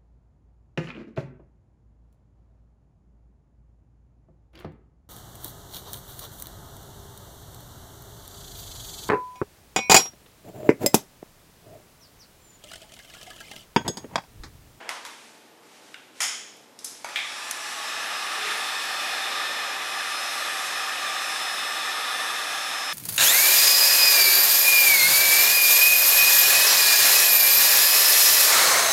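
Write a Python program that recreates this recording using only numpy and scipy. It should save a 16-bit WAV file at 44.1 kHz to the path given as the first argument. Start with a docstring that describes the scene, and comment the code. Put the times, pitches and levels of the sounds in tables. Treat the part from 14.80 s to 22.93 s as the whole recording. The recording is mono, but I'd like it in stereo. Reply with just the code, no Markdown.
"""A bare garage: tools knock, rustle and clatter at a work table as an electric heat gun is picked up.
Each contact rings a body's modes and the room answers. The switch snaps and the motor spins up to
about 235 turns a second: air rushes through the barrel's resonances and hisses out of the nozzle,
and the fan whines on multiples of the shaft speed, strongest on the 22nd."""
import sys
import numpy as np
from scipy import signal
from scipy.fft import rfft, irfft, next_fast_len
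from scipy.io import wavfile
from scipy.ndimage import uniform_filter1d, map_coordinates

SR = 44100
rng = np.random.default_rng(int(sys.argv[2]) if len(sys.argv) > 2 else 0)


def dump(signal):
    """Clip the signal to [-1, 1] and save it as 16-bit WAV at the path in sys.argv[1]."""
    limited = np.clip(np.atleast_2d(signal).T, -1, 1)
    pcm = np.round(limited * 32767).astype(np.int16)
    wavfile.write(sys.argv[1], SR, pcm)


N = 358533
BLADE_ORDER = 22  # blade tone / shaft speed


def amp(db):
    """dB to gain."""
    return 10 ** (np.asarray(db) / 20)


def unit(x):
    """Scale to rms 1."""
    return x / np.sqrt(np.mean(x ** 2) + 1e-20)


def along(points, hz):
    """Read (f/Hz, value) points on a log axis."""
    f, v = np.transpose(points)
    return np.interp(np.log(hz + 1), np.log(f + 1), v)


def curves(rows):
    """One value per sample for each column after t/s."""
    s, *cols = np.transpose(rows)
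    return [np.interp(np.arange(N) / SR, s, c) for c in cols]


def wobble(rate_hz):
    """Smooth random curve, rate_hz knots a second."""
    coarse = np.arange(0, N + 256, 256)
    knots = rng.standard_normal(int(N * rate_hz / SR) + 4)
    smooth = map_coordinates(knots, [coarse * rate_hz / SR], mode="nearest")
    return np.interp(np.arange(N), coarse, smooth)


def filtered(x, response):
    """Apply a complex frequency response."""
    n = x.shape[-1]
    m = next_fast_len(n + 8192)
    return irfft(rfft(x, m) * response(np.fft.rfftfreq(m, 1 / SR)), m)[..., :n]


def resonances(modes, f):
    """Causal response of (f/Hz, width/Hz, level/dB) modes of alternating sign."""
    return sum((-1) ** k * amp(db) * 1j * f * width / (centre ** 2 - f * f + 1j * f * width)
               for k, (centre, width, db) in enumerate(modes))


def spread(pair):
    """Two unrelated signals become a partly correlated left and right."""
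    likeness = [(30, 0.92), (90, 1), (280, 1), (600, 0.95), (1500, 0.89), (5000, 0.88), (9000, 0.8),
                (13000, 1)]  # f/Hz, left-right correlation
    turn = lambda hz: np.arccos(np.clip(along(likeness, hz), -1, 1)) / 2
    mid, side = filtered(pair, lambda hz: np.array([np.cos(turn(hz)), np.sin(turn(hz))]))
    return np.array([mid + side, mid - side])


def noise(colour):
    """Stereo noise, rms 1, shaped by (f/Hz, level/dB) points."""
    return unit(spread(filtered(rng.standard_normal((2, N)), lambda hz: amp(along(colour, hz)))))


def stroke(start_s, hold_s, db, rise_s, fall_db_per_s):
    """Gain of one rubbing movement: rise, hold, decay."""
    t = np.arange(N) / SR - start_s
    return np.clip(t / rise_s, 0, 1) * amp(db - fall_db_per_s * np.maximum(t - rise_s - hold_s, 0))


def add(track, s, sound):
    """Mix a sound in at time s."""
    part = track[:, round(s * SR):][:, :sound.shape[1]]
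    part += sound[:, :part.shape[1]]


def garage_tail():
    """Fresh echo of energy 1: table and floor answer at once, then the walls; top treble dies first."""
    reverb = [(200, 1), (1000, 0.59), (3000, 0.74), (6000, 0.69), (10000, 0.53), (15000, 0.23)]  # f/Hz, t60/s
    hz, t, z = signal.stft(rng.standard_normal((2, SR)), SR, nperseg=256)
    decay = amp(-60 * t / along(reverb, hz)[:, None]) + 0.5 * amp(-60 * t / 0.033)
    tail = signal.istft(z * decay, SR, nperseg=256)[1][:, :SR]
    tail = spread(tail * (1 - np.exp(-np.arange(SR) / SR / 0.002)))
    return tail / np.linalg.norm(tail[0])


def blow(modes, hardness, t60_s, room_db, push):
    """One contact: a push and a chatter dying in t60_s ring a body; the garage answers."""
    t = np.arange(SR // 8) / SR
    chatter = rng.standard_normal(len(t)) * np.exp(-np.log(1000) * t / t60_s)
    impulse = (t == 0).astype(float)
    force = chatter / np.linalg.norm(chatter) + push * impulse
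    both = filtered(np.array([force, impulse]), lambda f: resonances(modes, f) * amp(along(hardness, f)))
    direct, ring = np.sqrt(0.0022 * SR) * both / np.linalg.norm(both, axis=1, keepdims=True)
    out = amp(room_db) * signal.fftconvolve(ring[None], garage_tail(), axes=1)
    out[:, :len(t)] += direct
    return out


def strikes(contacts, modes, t60_s, room_db, push):
    """Contacts on one object; harder ones are brighter."""
    out = np.zeros((2, N))
    for s, db, treble_db in contacts:
        hardness = [(3000, 0.006), (10000, treble_db)]
        add(out, s, amp(db) * blow(modes, hardness, t60_s, room_db, push))
    return out


def knocks(contacts, modes):
    """Contacts on plastic: soft ones thud, hard ones snap."""
    out = np.zeros((2, N))
    for s, db, thud_db, body_db, snap_db, t60_s, room_db in contacts:
        hardness = [(480, thud_db - 7), (850, thud_db), (1600, body_db), (3200, body_db), (9500, snap_db)]
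        add(out, s, amp(db) * blow(modes, hardness, t60_s, room_db, push=0.81))
    return out


def background():
    """Still garage air with a faint hum."""
    colour = [(15, -72), (25, -42), (91, -30), (113, -19.5), (160, -14), (188, -9.5), (297, -3.5),
              (331, -5.5), (378, -5), (457, -6.5), (537, -6.5), (782, -8), (1050, -10.5), (1140, -11.5),
              (15500, -28.5)]  # f/Hz, level/dB
    tones = [(92, -86), (120, -80), (468, -69), (775, -76), (872, -67.5)]  # f/Hz, level/dB
    t = np.arange(N) / SR
    hum = sum(amp(db) * np.sqrt(2) * np.sin(2 * np.pi * (hz * t + rng.random())) for hz, db in tones)
    return amp(-54) * noise(colour) + hum


def scrape():
    """A short, dull, uneven rub."""
    colour = [(120, -51), (200, -20), (537, -5.5), (762, -5), (983, -3), (1170, -9), (1830, -5),
              (1980, -10), (3200, -12), (3810, -20), (9000, -31), (11700, -77)]  # f/Hz, level/dB
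    gain = stroke(start_s=0, hold_s=0.097, db=-43.5, rise_s=0.004, fall_db_per_s=76)
    return gain * amp(1.2 * wobble(86)) * noise(colour)


def shell_knocks():
    """Knocks ring a plastic shell."""
    contacts = [(0.0917, -22, 2.5, -3.5, -10.5, 0.011, 1), (.1135, -40, 2, -1, -14, .015, 4),
                (0.2512, -31.5, -5, -7, -12, 0.013, 3), (.264, -44, -20, -10, -5, .02, 2),
                (.834, -54, -14, 5, -4.5, .01, -1)]  # t/s, level/dB, thud/dB, body/dB, snap/dB, t60/s, room/dB
    modes = [(970, 280, -0.5), (1560, 630, -0.5), (2070, 620, 0), (3500, 920, -4.5), (5600, 2000, -5.5),
             (10300, 3500, -9)]  # f/Hz, width/Hz, level/dB
    return knocks(contacts, modes)


def rustle():
    """Things rub softly as the hand reaches for the gun."""
    rubs = [(0.17, 0.22, -51.5), (0.82, 0.22, -55), (1.325, 0.077, -48), (1.977, 0.18, -52)]  # t/s, hold/s, level/dB
    colour = [(300, -26), (900, -7), (1500, -0.5), (2400, 0), (4000, -2), (6000, -3.5), (9500, -7.5),
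              (12000, -16), (15000, -25)]  # f/Hz, level/dB
    gain = sum(stroke(*rub, rise_s=0.097, fall_db_per_s=52) for rub in rubs)
    return gain * amp(0.84 * wobble(38.6)) * noise(colour)


def tap():
    """One light, dull contact."""
    contacts = [(1.143, -32.5, -5)]  # t/s, level/dB, treble/dB
    modes = [(1510, 210, 0.5), (2300, 400, -2), (2750, 280, 0.5), (3600, 450, -5), (4900, 700, -14),
             (9000, 2500, -22)]  # f/Hz, width/Hz, level/dB
    return strikes(contacts, modes, t60_s=0.011, room_db=-2.5, push=0.7)


def tool_clatter():
    """A metal tool clatters on the table, slightly right."""
    contacts = [(1.4043, -18, -2.5), (1.4098, -28, -2), (1.4162, -23.5, -2), (1.4192, -23.5, 1.5),
                (1.4228, -26, 3), (1.4315, -22, -1)]  # t/s, level/dB, treble/dB
    modes = [(733, 150, -8.5), (1250, 400, -6), (2080, 480, -2), (2560, 370, -3.5), (3070, 200, -1),
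             (3380, 260, -1.5), (5310, 350, 1), (5900, 260, -2), (6560, 630, 0), (7100, 230, 2.5),
             (7600, 460, -6), (9600, 530, -5), (10700, 700, -10.5), (13600, 1600, -20)]  # f/Hz, width/Hz, level/dB
    return strikes(contacts, modes, t60_s=0.046, room_db=4, push=0.4) * amp([[-0.2], [0.2]])


def brass_ticks():
    """Small brass fittings tick."""
    contacts = [(1.767, -51, 6), (1.9895, -37, -8), (2.0448, -25.5, 5), (2.0478, -31, 1)]  # t/s, level/dB, treble/dB
    modes = [(890, 1700, -11), (3670, 740, -2), (5230, 550, 5.5), (6200, 600, 5.5), (7950, 1600, 0.5),
             (9700, 420, 4.5), (10700, 1200, 0), (12400, 560, -19)]  # f/Hz, width/Hz, level/dB
    return strikes(contacts, modes, t60_s=0.021, room_db=1, push=0.33)


def switch_snaps():
    """The switch rings the handle: it snaps on, settles, then snaps to high."""
    contacts = [(2.2452, -25, 0.5, -1.5, -9.5, 0.014, 1), (2.289, -38, -4, -3, -8, 0.012, 4),
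                (2.711, -20.5, -25, -6, 7, 0.02, -11)]  # t/s, level/dB, thud/dB, body/dB, snap/dB, t60/s, room/dB
    modes = [(680, 210, -1.5), (970, 78, 2), (1350, 200, -1.5), (1880, 290, -2), (2320, 190, -0.5),
             (3600, 900, -13), (4650, 300, -5), (6200, 360, -4), (7740, 620, -8.5), (9100, 380, -6),
             (11000, 900, -8.5)]  # f/Hz, width/Hz, level/dB
    return knocks(contacts, modes)


def spin_up(on_s=2.245, surge_s=0.06, creep_s=0.3, creep_share=0.52, high_s=2.705, break_s=0.02):
    """Share of full motor speed: surge, creep, and a sag as power breaks on the way to high."""
    t = np.arange(N) / SR
    since_on = np.maximum(t - on_s, 0)
    creep = creep_share * np.exp(-since_on / creep_s)
    surge = (1 - creep_share) * np.exp(-since_on / surge_s)
    since_break = np.maximum(t - high_s, 0)
    sag = 0.017 * np.minimum(since_break / break_s, 1) * np.exp(-since_break / creep_s)
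    return np.clip(1 - creep - surge - sag, 0, 1)


def barrel(turn_at_s=3.2, turn_s=0.38, raised_db=1):
    """Air rings the barrel; its modes shift as the raised gun is turned onto a hose."""
    raised_modes = [(665, 20, -1.5), (835, 38, 0), (1208, 72, 1.5), (1730, 52, 3), (2550, 200, -2),
                    (2920, 100, -4.5), (3620, 310, -1.5)]  # f/Hz, width/Hz, level/dB
    turned_modes = [(577, 54, -12.5), (776, 30, -2), (1110, 110, -11), (1248, 35, 1.5), (1680, 80, -4),
                    (1790, 31, 2.5), (2508, 130, -4), (2940, 24, -6.5), (3540, 144, -4.5)]  # f/Hz, width/Hz, level/dB

    def ring(modes):
        return unit(spread(filtered(rng.standard_normal((2, N)), lambda f: resonances(modes, f))))

    turned = np.clip((np.arange(N) / SR - turn_at_s) / turn_s, 0, 1)
    raised = amp(raised_db) * np.sqrt(1 - turned) * ring(raised_modes)
    return raised + np.sqrt(turned) * ring(turned_modes)


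def drifting(x, depth_db):
    """Patches of colour come and go as reflections shift around a hand-held source."""
    z = signal.stft(x, nperseg=1024)[2]
    patches = uniform_filter1d(rng.standard_normal(z.shape[1:]), size=5, axis=0)
    patches = uniform_filter1d(patches, size=30, axis=1)
    return unit(signal.istft(z * amp(depth_db * unit(patches)), nperseg=1024)[1][:, :N])


def aimed(rush):
    """Three bands of the rush swell and sink as the hand steers the gun."""
    bands = [(470, 110), (3620, 300), (4520, 450)]  # f/Hz, half-width/Hz
    levels = [(3.3, 0, -3.5, -2), (3.8, -1, 2, 2), (4.2, -3, -3.5, 1), (4.6, 2, 2, 0.5),
              (5.0, 2.5, -2.5, -1), (5.5, -1, -0.2, -0.5), (6.0, 0, -2, -3.5), (6.8, 0, 1, -1.5),
              (7.7, -1, 1.4, -1), (8.13, 0, 1, -4)]  # t/s, low body/dB, rasp/dB, upper edge/dB
    out = rush.copy()
    for (centre, width), db in zip(bands, curves(levels)):
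        out += (amp(db) - 1) * filtered(rush, lambda hz: np.exp(-((hz - centre) / width) ** 4))
    return out


def air(share, near_db, aim_db, rush_db=-29.6, hiss_db=-42.9, flutter_db=0.8):
    """Fan turbulence rushes through the barrel and hisses out of the nozzle, louder with speed."""
    rush_colour = [(35, -57), (100, -29), (200, -21), (300, -12.5), (480, -11), (680, -5.5), (900, -3.5),
                   (1000, -6), (1100, -1.5), (1360, 0.5), (1460, -3), (2000, 0), (2250, -6), (2700, -4),
                   (3150, -5), (3700, -2.5), (4500, -8.5), (4950, -13), (5400, -11), (6000, -15.5),
                   (9000, -44)]  # f/Hz, level/dB
    hiss_colour = [(3500, -21.5), (4900, -3), (5550, 7.5), (6200, -0.5), (6800, -4), (7600, -1), (8700, -4),
                   (9600, -0.5), (11000, -8), (12400, -16), (13500, -14), (15500, -36)]  # f/Hz, level/dB
    # the broad rush gains on the resonances as the flow quickens
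    rush = aimed(drifting(share * noise(rush_colour) + barrel(), depth_db=0.75))
    rush *= amp(rush_db + near_db + 0.2 * wobble(12))
    hiss_gain = amp(hiss_db + 0.57 * aim_db + flutter_db * wobble(14))
    hiss = hiss_gain * drifting(noise(hiss_colour), depth_db=1.2)
    return share ** 0.76 * (rush + np.sqrt(share) * hiss)


def fading(hz, rate_hz=3, ripple_hz=45):
    """Random level curve of a line: it moves with time and as the pitch crosses the room's ripples."""
    place = rate_hz * np.arange(N) / SR + hz / ripple_hz
    knots = rng.standard_normal(1024)
    return np.interp(place, np.arange(len(knots)), knots)


def whine(share, near_db, aim_db, fading_db=1.8, climb_fading_db=1.5, rough=0.91, room_db=-8):
    """Fan and motor: shaft harmonics flicker as they climb, then settle; the echo smears them."""
    harmonics = [(2,-63), (3,-59), (4,-53), (5,-46), (6,-53), (7,-51), (8,-53), (9,-56), (10,-62), (11,-55),
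                 (13,-58), (14,-62), (15,-58), (16,-60), (17,-61), (18,-53), (19,-55), (20,-55), (21,-65),
                 (23,-50), (24,-56), (25,-53), (26,-64), (27,-51), (28,-57), (29,-55.5), (30,-62), (32,-52),
                 (33,-55.5), (34,-57.5), (35,-52), (36,-59.5), (37,-57.5), (38,-62), (39,-58.5), (41,-61),
                 (42,-64), (43,-55), (44,-57), (45,-62), (46,-60), (48,-55), (49,-62), (50,-60), (51,-56),
                 (52,-60), (53,-60), (54,-72), (56,-68), (57,-69), (58,-72), (60,-75), (63,-73)]  # shaft order, level/dB
    blade_pitch = [(3.5, 5186), (3.8, 5197), (4.05, 5190), (4.3, 5180), (4.5, 5170), (4.59, 5174),
                   (5.47, 5165), (5.67, 5202), (6.73, 5180), (7.48, 5202), (8.13, 5162)]  # at full speed: t/s, f/Hz
    upper_swell = [(3.4, -2.5), (3.85, -1.5), (4.55, -0.5), (4.95, -0.5), (5.55, 0.5), (5.72, -1),
                   (5.88, 1), (6.02, -2), (8.13, 1)]  # t/s, level/dB
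    climb_lift = [(4000, 3), (4500, 5), (4900, 7), (5700, 7), (6300, 4), (7200, 6), (8500, 4), (10000, 4.5),
                  (11500, 1.5), (12500, 0.5)]  # boost during spin-up: f/Hz, level/dB
    housing_peaks = [(1205, 17, 12), (1735, 20, 6), (4400, 45, 3), (4760, 50, 3), (5240, 65, 8)]  # f/Hz, half-width/Hz, level/dB
    jitter = (0.00064 + 0.003 * (1 - share)) * wobble(40)
    shaft_hz = share * curves(blade_pitch)[0] / BLADE_ORDER
    angle = 2 * np.pi * np.cumsum(shaft_hz * (1 + jitter)) / SR
    climbing, turbulence = 1 - share ** 40, share ** 6
    swell_db, = curves(upper_swell)
    orders, levels_db = np.transpose(harmonics)
    smooth_db = uniform_filter1d(levels_db, size=7) + along(climb_lift, orders * shaft_hz[-1])
    lines = np.zeros(N)
    for order, own_db in harmonics:
        hz = order * shaft_hz
        flicker = fading(hz)
        db = own_db + fading_db * flicker
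        for peak_hz, width_hz, peak_db in housing_peaks:
            if hz[-1] > peak_hz:  # only lines that climb through the peak
                db += peak_db / (1 + ((hz - peak_hz) / width_hz) ** 4)
        phase = order * angle + 2 * np.pi * rng.random()
        tone = np.cos(phase)
        if order < 17:
            # turbulence roughens the low lines as the flow builds
            narrow_noise = tone * wobble(55) + np.sin(phase) * wobble(55)
            tone = tone * (1 - 0.74 * turbulence) + rough * turbulence * narrow_noise
        else:
            # a climbing upper line takes the level of the pitch it is passing
            passing_db = np.interp(order * share, orders, smooth_db)
            db += swell_db + climbing * (passing_db - own_db + climb_fading_db * flicker)
        lines += amp(db) * tone
    lines *= np.sqrt(2) * amp(0.5 * aim_db - 0.5) * share
    echo = signal.fftconvolve(lines[None], garage_tail(), axes=1)[:, :N]
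    return amp(0.5 * near_db) * lines + amp(room_db) * echo + whistles(angle, share)


def case_clack():
    """A hollow case clacks and rebounds."""
    contacts = [(2.3588, -18, 1.5), (2.372, -23.5, 3), (2.388, -31, 2), (2.401, -32, -2)]  # t/s, level/dB, treble/dB
    modes = [(935, 630, -15), (1870, 580, 4.5), (2350, 280, 10.5), (3320, 220, 9), (3720, 510, 3),
             (6500, 5200, -17)]  # f/Hz, width/Hz, level/dB
    return strikes(contacts, modes, t60_s=0.032, room_db=2.5, push=0.45)


def whistles(angle, share, waver_rad=0.3, upper_order=40):
    """Near full speed the blade tone sings, wavering in the turbulence, with a thinner whistle above."""
    blade_levels = [(3.3, -51), (3.34, -41), (3.46, -48), (4.9, -46), (5.01, -52), (5.21, -43.5),
                    (5.25, -51), (5.38, -41.5), (5.64, -48), (5.82, -47), (6.0, -43), (6.16, -47),
                    (6.62, -41), (7.36, -47.5), (7.8, -46), (8.0, -42), (8.13, -41)]  # t/s, level/dB
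    upper_levels = [(3.4, -58), (3.7, -45), (4.1, -55), (4.45, -51), (4.92, -58), (5.2, -47.5), (5.7, -49),
                    (6.6, -48), (7.2, -49.5), (7.6, -46), (8.13, -52)]  # t/s, level/dB
    blade_db = 3.6 + curves(blade_levels)[0] + 0.84 * np.array([wobble(2.45), wobble(3.15)])
    upper_db = 0.5 + curves(upper_levels)[0] + 1.3 * wobble(9.9)
    blade = amp(blade_db) * np.cos(BLADE_ORDER * angle + waver_rad * wobble(70))
    upper = amp(upper_db) * np.cos(upper_order * angle)
    return np.sqrt(2) * share ** 18 * (blade + upper)


def hose_brush():
    """The air jet briefly brushes the hose."""
    colour = [(50, -49), (200, -12), (320, -15), (425, 7), (560, -16), (1000, -8), (1350, 4), (2300, 4),
              (3300, 1.5), (5000, -8), (10000, -19), (15000, -24)]  # f/Hz, level/dB
    return stroke(start_s=3.52, hold_s=0.03, db=-31, rise_s=0.17, fall_db_per_s=102) * noise(colour)


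def heat_gun():
    """Motor speed drives air and whine as the gun is brought round; all but the bass sits slightly left."""
    pose = [(2.4, -7, -4.5), (2.85, -4.5, 0), (3.3, -1, -1), (3.8, -0.5, 1), (4.6, 0.5, -1.7),
            (5.0, -1.05, -3), (5.6, -0.3, 2), (6.7, 0.14, 2), (8.1, -0.5, 0.3)]  # t/s, nearness/dB, aim/dB
    left_tilt = [(300, 0), (1000, 0.53), (3000, 0.26), (8000, 0.88), (13000, 0.031)]  # f/Hz, level/dB
    share = spin_up()
    near_db, aim_db = curves(pose)
    gun = air(share, near_db, aim_db) + hose_brush() + whine(share, near_db, aim_db)
    return filtered(gun, lambda hz: amp([along(left_tilt, hz), -along(left_tilt, hz)]))


def scene():
    """Handling noises, then the running heat gun."""
    contacts = tool_clatter() + case_clack() + brass_ticks() + tap() + shell_knocks() + switch_snaps()
    return contacts + rustle() + scrape() + heat_gun() + background()


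def record(dry, top_hz=15600):
    """Thin the deep bass, roll off the top, cut above top_hz."""
    response = [(20, -12), (70, 0), (13000, -0.5), (15500, -8)]  # f/Hz, level/dB
    return filtered(dry, lambda hz: amp(along(response, hz)) * (hz < top_hz))


dry = scene()
out = record(dry)
dump(out)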